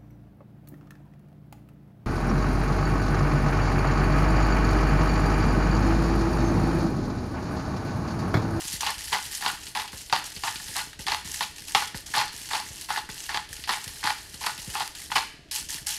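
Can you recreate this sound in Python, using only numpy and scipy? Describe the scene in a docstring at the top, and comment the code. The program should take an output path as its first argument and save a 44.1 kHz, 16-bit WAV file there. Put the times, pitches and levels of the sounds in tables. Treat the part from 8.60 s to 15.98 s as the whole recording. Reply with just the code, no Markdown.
"""Coarse salt is shaken in a hollow tub close to a microphone, in a small kitchen.
Each swing throws the salt on the base, where it booms, then back on the lid, where it hisses:
streams of random grains drive resonances of the hollow, walls, lid and grip.
Lumps knock singly as taps with a spray of grains; the wrist's turn thumps low as a falling sine.
Shaped noise hums faintly below, and sparse echoes give the kitchen."""
import sys
import numpy as np
from scipy import signal
from scipy.io import wavfile

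SR = 44100
rng = np.random.default_rng(int(sys.argv[2]) if len(sys.argv) > 2 else 0)


def log_audio(samples):
    """Write samples as a 16-bit WAV file to the path given in sys.argv[1]."""
    # one column per channel
    frames = np.atleast_2d(samples).T
    # limit to full scale, then quantise
    limited = np.clip(frames, -1, 1)
    pcm = np.round(limited * 32767).astype(np.int16)
    wavfile.write(sys.argv[1], SR, pcm)


N = 325458


def gain_of(db):
    """Amplitude factor of a level in dB."""
    return 10 ** (np.asarray(db) / 20)


def evened(x):
    """Scales x to unit RMS."""
    return x / np.sqrt(np.mean(x ** 2) + 1e-20)


def read(points, hz):
    """Interpolates (f/Hz, value) points over log frequency."""
    f, value = np.transpose(points)
    return np.interp(np.log(hz + 1), np.log(f + 1), value)


def ring(x, modes, low_hz):
    """Passes x through a causal body of unit energy; a small body radiates little below low_hz."""
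    hz = abs(np.fft.fftfreq(8192, 1 / SR))
    power = 0
    for f_hz, width_hz, db in modes:
        power = power + gain_of(2 * db) / (1 + (2 * (hz - f_hz) / width_hz) ** 2) ** 1.5
    power = power / (1 + (low_hz / (hz + 1)) ** 8)
    log_gain = np.log(power + 1e-10) / 2
    minimum_phase = np.exp(np.conj(signal.hilbert(log_gain)))
    taps = np.fft.ifft(minimum_phase).real[:3000]
    return signal.oaconvolve(x, taps / np.linalg.norm(taps))[:N]


def scattered(x, modes, low_hz, count=6):
    """The salt lands now here, now there, and each spot favours other resonances."""
    spot = np.repeat(rng.integers(0, count, N // 300 + 1), 300)[:N]
    tilts_db = rng.standard_normal((count, len(modes)))
    tilts_db = 4 * (tilts_db - tilts_db.mean(0))
    out = np.zeros(N)
    for k in range(count):
        tilted = [(f_hz, width_hz, db + tilt) for (f_hz, width_hz, db), tilt in zip(modes, tilts_db[k])]
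        out += ring(x * (spot == k), tilted, low_hz)
    return out


def grains(per_s, spread_db, clump_db):
    """Sparse taps of uneven size that swell in clumps, sudden at the front and trailing off."""
    size = gain_of(spread_db * np.minimum(rng.exponential(1, N), 5)) * rng.choice([-1, 1], N)
    fronts = rng.random(N) * (rng.random(N) < 200 / SR)
    clumps = signal.lfilter([1], [1, -np.exp(-1 / (0.0021 * SR))], fronts)
    landed = rng.random(N) < per_s / SR
    return evened(size * landed * (1 + gain_of(clump_db) * clumps))


# steady hum spectrum: (f/Hz, relative density/dB)
HUM_SPECTRUM = [(12, -41), (20, -2), (75, 2), (240, -9), (300, -4), (364, -12), (422, -6), (512, -16),
                (700, -7), (910, -44), (1540, -120)]
HUM_DB, HISS_DB = -56.5, -62.5


def hum():
    """Steady low kitchen noise: random spectra under a fixed curve, plus a faint hiss."""
    frames, hz = N // 512 + 5, np.fft.rfftfreq(2048, 1 / SR)
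    real, imag = rng.standard_normal((frames, 1025, 2)).T
    spectra = (real + 1j * imag) * gain_of(read(HUM_SPECTRUM, hz)[:, None])
    steady = signal.istft(spectra, nperseg=2048, noverlap=1536)[1][:N]
    hiss = ring(rng.standard_normal(N), [(2320, 5900, 0)], low_hz=590)
    return gain_of(HUM_DB) * evened(steady) + gain_of(HISS_DB) * hiss


# deep rumble: (t/s, level/dB)
DEEP_LEVEL = [(0, -54), (.4, -53.5), (1.2, -58.5), (2.6, -54.5), (3.9, -63), (5, -54.5), (6.4, -61),
              (7.38, -57.5)]
LOW_DB = -59


def rumble():
    """Unsteady rumble: sparse random taps ring deep and low resonances."""
    level = gain_of(np.interp(np.arange(N) / SR, *np.transpose(DEEP_LEVEL)))
    deep = ring(grains(90, 1.4, 0.5), [(35, 39, -2), (67, 26, 3.0)], low_hz=24.8)
    low = ring(grains(120, 4.0, 2.5), [(142, 107, 0), (305, 94, -2.5), (430, 37, -8)], low_hz=81.4)
    return level * deep + gain_of(LOW_DB) * low


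# reverberation: (f/Hz, t60/s)
KITCHEN_T60 = [(250, 1), (700, 0.2), (1800, 0.6), (5000, 0.59), (12000, 0.42)]


def kitchen(x):
    """Sparse echoes of random sign, each band dying at its own speed."""
    taps = np.zeros(SR // 2)
    at = np.arange(200, len(taps) - 20, 20)
    taps[at + rng.integers(0, 20, len(at))] = rng.choice([-1., 1.], len(at))
    hz, t, bands = signal.stft(taps, SR, nperseg=256)
    decay = gain_of(-60 * t / read(KITCHEN_T60, hz)[:, None])
    tail = signal.istft(bands * decay, SR, nperseg=256)[1]
    return signal.fftconvolve(x, tail / np.linalg.norm(tail))[:N]


# resonances of the hand-held tub as a whole: (f/Hz, width/Hz, relative level/dB)
GRIP_MODES = [(110, 33, -3), (205, 195, -7), (418, 84, -3.5), (537, 48, -3)]


def grip(x, low_hz):
    """The whole tub in the hand rings at its low resonances."""
    return ring(x, GRIP_MODES, low_hz)


# wrist turns: (t/s, level/dB, pitch drop/Hz)
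WRIST_TURNS = [(.136, -33, 250), (0.369, -44, 200), (.66, -41, 202), (1.331, -35, 276), (1.765, -35, 253),
               (2.0, -44, 280), (2.089, -39.5, 200), (2.392, -33.5, 254), (2.65, -37.5, 250),
               (2.69, -46, 121), (3.011, -45, 250), (3.345, -29.5, 254), (3.739, -41.5, 277),
               (4.105, -37.5, 149), (4.49, -35, 304), (4.905, -39.5, 110), (5.268, -34.5, 167),
               (5.74, -40, 286), (5.984, -38.5, 278), (6.076, -31, 249), (6.558, -47, 287),
               (7.001, -44, 198), (7.216, -41, 179)]


def thumps():
    """A few cycles that slide down to the deep bass, and a dull uneven knock in the grip."""
    sines, knocks, t = np.zeros(N + 5000), np.zeros(N + 5000), np.arange(4000) / SR
    for start_s, db, drop_hz in WRIST_TURNS:
        turns = np.cumsum(40 + drop_hz * np.exp(-t / 0.0098)) / SR
        swell = (1 - np.exp(-t / 0.0023)) * gain_of(db - 60 * t / 0.14)
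        at = int(start_s * SR)
        sines[at:][:len(t)] += swell * np.sin(2 * np.pi * turns)
        knocks[at:][:len(t)] += swell * rng.standard_normal(len(t))
    return sines[:N] + gain_of(-12.5) * grip(knocks, low_hz=68.7)


TAIL_OFF_DB_PER_S2 = 303  # the last grains settle ever faster


def streams(rows, start_db, fall_db_per_s):
    """Each stream sets in suddenly, builds to its level and dies away; streams add in power."""
    power = np.zeros(N + SR)
    t = np.arange(SR // 2) / SR
    for start_s, build_s, db in rows:
        rise_db = start_db * (1 - t / build_s)
        over_s = t - build_s
        fall_db = -fall_db_per_s * over_s - TAIL_OFF_DB_PER_S2 * over_s ** 2
        shape_db = np.where(over_s < 0, rise_db, fall_db)
        power[int(start_s * SR):][:len(t)] += gain_of(db + shape_db) ** 2
    return np.sqrt(power[:N])


# salt sliding back on the lid: (t/s, length/s, hiss level/dB)
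LID_SLIDES = [(0, .15, -35), (.39, 0.12, -36), (.6, 0.07, -36.5), (.71, 0.065, -35.5), (1.0, 0.086, -41.5),
              (1.32, 0.099, -40.5), (1.46, 0.073, -46), (1.64, 0.025, -37.5), (1.74, .09, -41.5),
              (1.94, 0.21, -38), (2.39, .03, -40), (2.645, .14, -35.5), (2.958, 0.15, -45),
              (3.072, .06, -38), (3.35, 0.015, -37), (3.46, .06, -39.5), (3.72, 0.14, -39.5),
              (4.05, 0.19, -40.5), (4.49, .18, -39.5), (4.89, .13, -42.5), (5.2, 0.21, -40.5),
              (5.56, 0.26, -45), (5.99, 0.17, -38.5), (6.35, 0.1, -41), (6.911, 0.062, -29.5),
              (7.088, 0.063, -32.5), (7.264, 0.063, -29)]
SLIDE_START_DB, SLIDE_FALL_DB_PER_S, SLIDE_BOOM_DB = -3, 195, -17.5
# salt thrown on the base: (t/s, build-up/s, boom level/dB, hiss level/dB)
BASE_THROWS = [(0, 0.017, -45.5, -58), (0.204, 0.087, -32, -36.5), (0.517, 0.012, -25, -33.5),
               (0.808, 0.089, -30.5, -36), (1.15, 0.042, -29, -38), (1.525, 0.037, -27.5, -38.5),
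               (1.835, 0.04, -34, -34), (2.155, 0.02, -32, -32.5), (2.466, 0.059, -29, -37.5),
               (2.802, .016, -44, -36), (3.149, 0.025, -27, -30.5), (3.537, 0.056, -25.5, -35),
               (3.905, 0.059, -30, -35.5), (4.285, 0.057, -33.5, -37), (4.687, 0.076, -33.5, -42),
               (5.074, 0.051, -29.5, -35), (5.438, 0.04, -27.5, -35.5), (5.808, 0.074, -36.5, -36),
               (6.138, .08, -33, -38), (6.505, 0.045, -51, -39), (6.553, 0.006, -21.5, -35)]
THROW_START_DB, BOOM_FALL_DB_PER_S, HISS_FALL_DB_PER_S = -6, 244, 107


def swings():
    """Envelopes of the salt on base and lid; throws also hiss and slides also boom."""
    slides = streams(LID_SLIDES, SLIDE_START_DB, SLIDE_FALL_DB_PER_S)
    boom_rows = [(start, build, boom_db) for start, build, boom_db, _ in BASE_THROWS]
    hiss_rows = [(start, build, hiss_db) for start, build, _, hiss_db in BASE_THROWS]
    boom = streams(boom_rows, THROW_START_DB, BOOM_FALL_DB_PER_S)
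    hiss = streams(hiss_rows, SLIDE_START_DB, HISS_FALL_DB_PER_S)
    return np.hypot(boom, gain_of(SLIDE_BOOM_DB) * slides), np.hypot(hiss, slides)


# single lumps: (t/s, relative level/dB, height in the tub: 0 base - 1 lid)
SALT_LUMPS = [(.081, -16.5, 0.87), (.133, -19, 0.91), (.208, -19.5, 0.98), (.231, -18.5, .01),
              (.252, -17, 0.48), (.265, -10.5, 0.083), (0.291, -28, .05), (.305, -27, 1),
              (.382, -17.5, 0.84), (.442, -32.5, .95), (.529, -14.5, 0.031), (.547, -11, 0.19),
              (.714, -33, .75), (.728, -24, 0.93), (.75, -27, 1), (.824, -17.5, .2), (.848, -21, .1),
              (.862, -10.5, .01), (1.068, -16.5, 0.73), (1.151, -16.5, 0.12), (1.278, -18, 0.7),
              (1.329, -28.5, 0.26), (1.498, -19, 0.52), (1.5264, -7, 0.011), (1.72, -18.5, 0.79),
              (1.764, -17.5, .7), (1.836, -13.5, .01), (1.877, -13.5, 0.23), (1.958, -16.5, 0.66),
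              (1.999, -26.5, .4), (2.083, -14, 0.77), (2.16, -21, 0.064), (2.192, -9.5, 0.49),
              (2.331, -24, 0.47), (2.392, -23, 0.53), (2.467, -9.5, 0.58), (2.483, -12.5, 0.085),
              (2.519, -13.5, 0.15), (2.651, -32, .7), (2.743, -18, 0.94), (2.808, -10, 0.083),
              (2.826, -12, 0.56), (2.962, -31, 0.93), (2.983, -18, 0.83), (3.081, -20, 0.88),
              (3.1487, -1.5, 0.0075), (3.222, -15, 0.15), (3.274, -27, 0.96), (3.345, -21.5, 0.32),
              (3.464, -33, 1), (3.539, -15, .33), (3.551, -12.5, 0.12), (3.573, -9.5, .01),
              (3.612, -11.5, 0.18), (3.68, -14, 0.74), (3.797, -30, 0.5), (3.889, -14.5, 0.79),
              (3.911, -18, 0.16), (3.934, -13, .01), (4.17, -47, 0.24), (4.212, -27.5, 0.99),
              (4.289, -24, 0.11), (4.304, -14, 0.14), (4.361, -14.5, .25), (4.374, -15, 0.089),
              (4.49, -27.5, .33), (4.5, -21.5, 0.66), (4.603, -30, 0.92), (4.639, -35, .7),
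              (4.692, -18, 0.24), (4.707, -23, .2), (4.745, -13, 0.061), (4.929, -27, 0.98),
              (4.966, -19.5, 0.74), (5.039, -15, 0.61), (5.077, -27, 0.25), (5.092, -7, 0.15),
              (5.242, -16, 0.82), (5.278, -17, 0.86), (5.292, -24, .8), (5.429, -22, 0.27),
              (5.439, -17.5, 0.033), (5.473, -12.5, 0.21), (5.502, -14.5, 0.46), (5.584, -18.5, 0.75),
              (5.742, -16.5, 0.78), (5.814, -24.5, .03), (5.839, -18, 0.071), (5.865, -11, 0.15),
              (5.895, -21, .4), (5.978, -16, 0.78), (6.063, -31, 0.62), (6.153, -16.5, .01),
              (6.205, -15, .01), (6.351, -20.5, 0.62), (6.502, -29, 0.24), (6.517, -12.5, 0.19),
              (6.5565, -8, 0.067), (6.887, -38, 0.61), (6.913, -18.5, 0.93), (6.951, -29, .95),
              (7.091, -26, 0.8), (7.127, -18, 0.86), (7.269, -20, 0.98)]
LUMP_S, LUMP_DB, LUMP_HEIGHT = np.transpose(SALT_LUMPS)
# how a lump drives each part:
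# (height 0-1, hollow level/dB, lower walls level/dB, upper walls level/dB, lid level/dB)
LUMP_REACH = [(0, 8.5, -1, 5, -28), (.33, 2, 10.5, -1.1, -10), (.67, -18.5, -8, 2.5, -18),
              (1, -14, -15.5, -21.5, 10.5)]


def lump_levels():
    """A lump's height sets how hard it drives hollow, lower walls, upper walls and lid."""
    height, *parts_db = np.transpose(LUMP_REACH)
    return [LUMP_DB + np.interp(LUMP_HEIGHT, height, part_db) for part_db in parts_db]


def lumps(db, spray_db, spray_t60_s):
    """Each lump is one tap followed by a spray of loose grains that dies away."""
    taps = np.zeros(N)
    np.add.at(taps, (LUMP_S * SR).astype(int), gain_of(db))
    fade = gain_of(spray_db - 60 * np.arange(6000) / SR / spray_t60_s)
    return taps + signal.oaconvolve(taps, fade)[:N] * grains(6000, 2.46, -3)


# air resonances: (f/Hz, width/Hz, relative level/dB)
HOLLOW_MODES = [(820, 97, -3), (850, 13, 4.5), (882, 70, 1.5), (880, 700, -4), (1140, 250, -7)]


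def hollow(blows):
    """The air inside builds up: a broad resonance feeds the narrow ones."""
    air = ring(blows, [(916, 1430, 0.012)], low_hz=700)
    return ring(air, HOLLOW_MODES, low_hz=696)


# wall resonances: (f/Hz, width/Hz, relative level/dB)
LOWER_WALL_MODES = [(1460, 27, 0.5), (1728, 350, -3), (1985, 270, -7)]
UPPER_WALL_MODES = [(2320, 140, -6), (2760, 730, -2), (3390, 1400, -3.5), (4250, 120, -5.5),
                    (4560, 1130, -3), (6400, 1400, -15), (10200, 6400, -26)]


def walls(heavy, lower_db, upper_db):
    """Heavy grains and lumps ring the walls; the upper resonances vary with the spot hit."""
    lower = gain_of(-1.5) * heavy + lumps(lower_db, -21.5, 0.054)
    upper = gain_of(0.5) * heavy + lumps(upper_db, -21.5, 0.12)
    return ring(lower, LOWER_WALL_MODES, low_hz=1280) + scattered(upper, UPPER_WALL_MODES, low_hz=1880)


# lid resonances: (f/Hz, width/Hz, relative level/dB)
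LID_MODES = [(1806, 510, 0), (3010, 970, 2), (4320, 910, 0), (5080, 1600, 0.5), (6470, 3200, 0),
             (8400, 2700, -4.5), (10400, 4100, 0.5), (12400, 1500, -10.5)]


def lid(envelope, tick_db):
    """Dust, coarse grains and lumps hiss and tick on the lid, spot by spot."""
    dust, coarse = grains(9000, 3.0, 1.4), grains(250, 3.6, 3)
    fine = envelope * (gain_of(-1.0) * dust + gain_of(-7) * coarse)
    return scattered(fine + lumps(tick_db, -13, 0.051), LID_MODES, low_hz=1430)


def tub():
    """Streams and lumps drive the hollow, the walls, the lid and the grip."""
    base_envelope, lid_envelope = swings()
    hollow_db, lower_db, upper_db, tick_db = lump_levels()
    # the same grains sound in hollow and walls
    many, few = grains(3000, 3.56, 1.3), grains(200, 4.1, 3)
    heavy = base_envelope * (gain_of(-3) * many + gain_of(-10) * few)
    blows = heavy + lumps(hollow_db, -21.5, 0.11)
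    boom = gain_of(-12.5) * hollow(blows)
    body = gain_of(-19) * grip(blows, low_hz=69)
    return boom + walls(heavy, lower_db, upper_db) + lid(lid_envelope, tick_db) + body


def scene():
    """Mixes the tub, its echoes, the thumps and the background."""
    salt = tub()
    echoes = gain_of(-10.5) * kitchen(salt)
    return (salt + echoes + thumps() + hum() + rumble())[None]


TREBLE_HZ, EDGE_HZ = 13300, 15800


def record(dry):
    """The microphone loses the top treble; then the band limit of the recorder."""
    dull = signal.sosfilt(signal.butter(3, TREBLE_HZ, fs=SR, output="sos"), dry)
    band_limit = signal.firwin(511, EDGE_HZ, window=("kaiser", 9), fs=SR)
    return signal.oaconvolve(dull, band_limit[None], "same")


dry = scene()
out = record(dry)
log_audio(out)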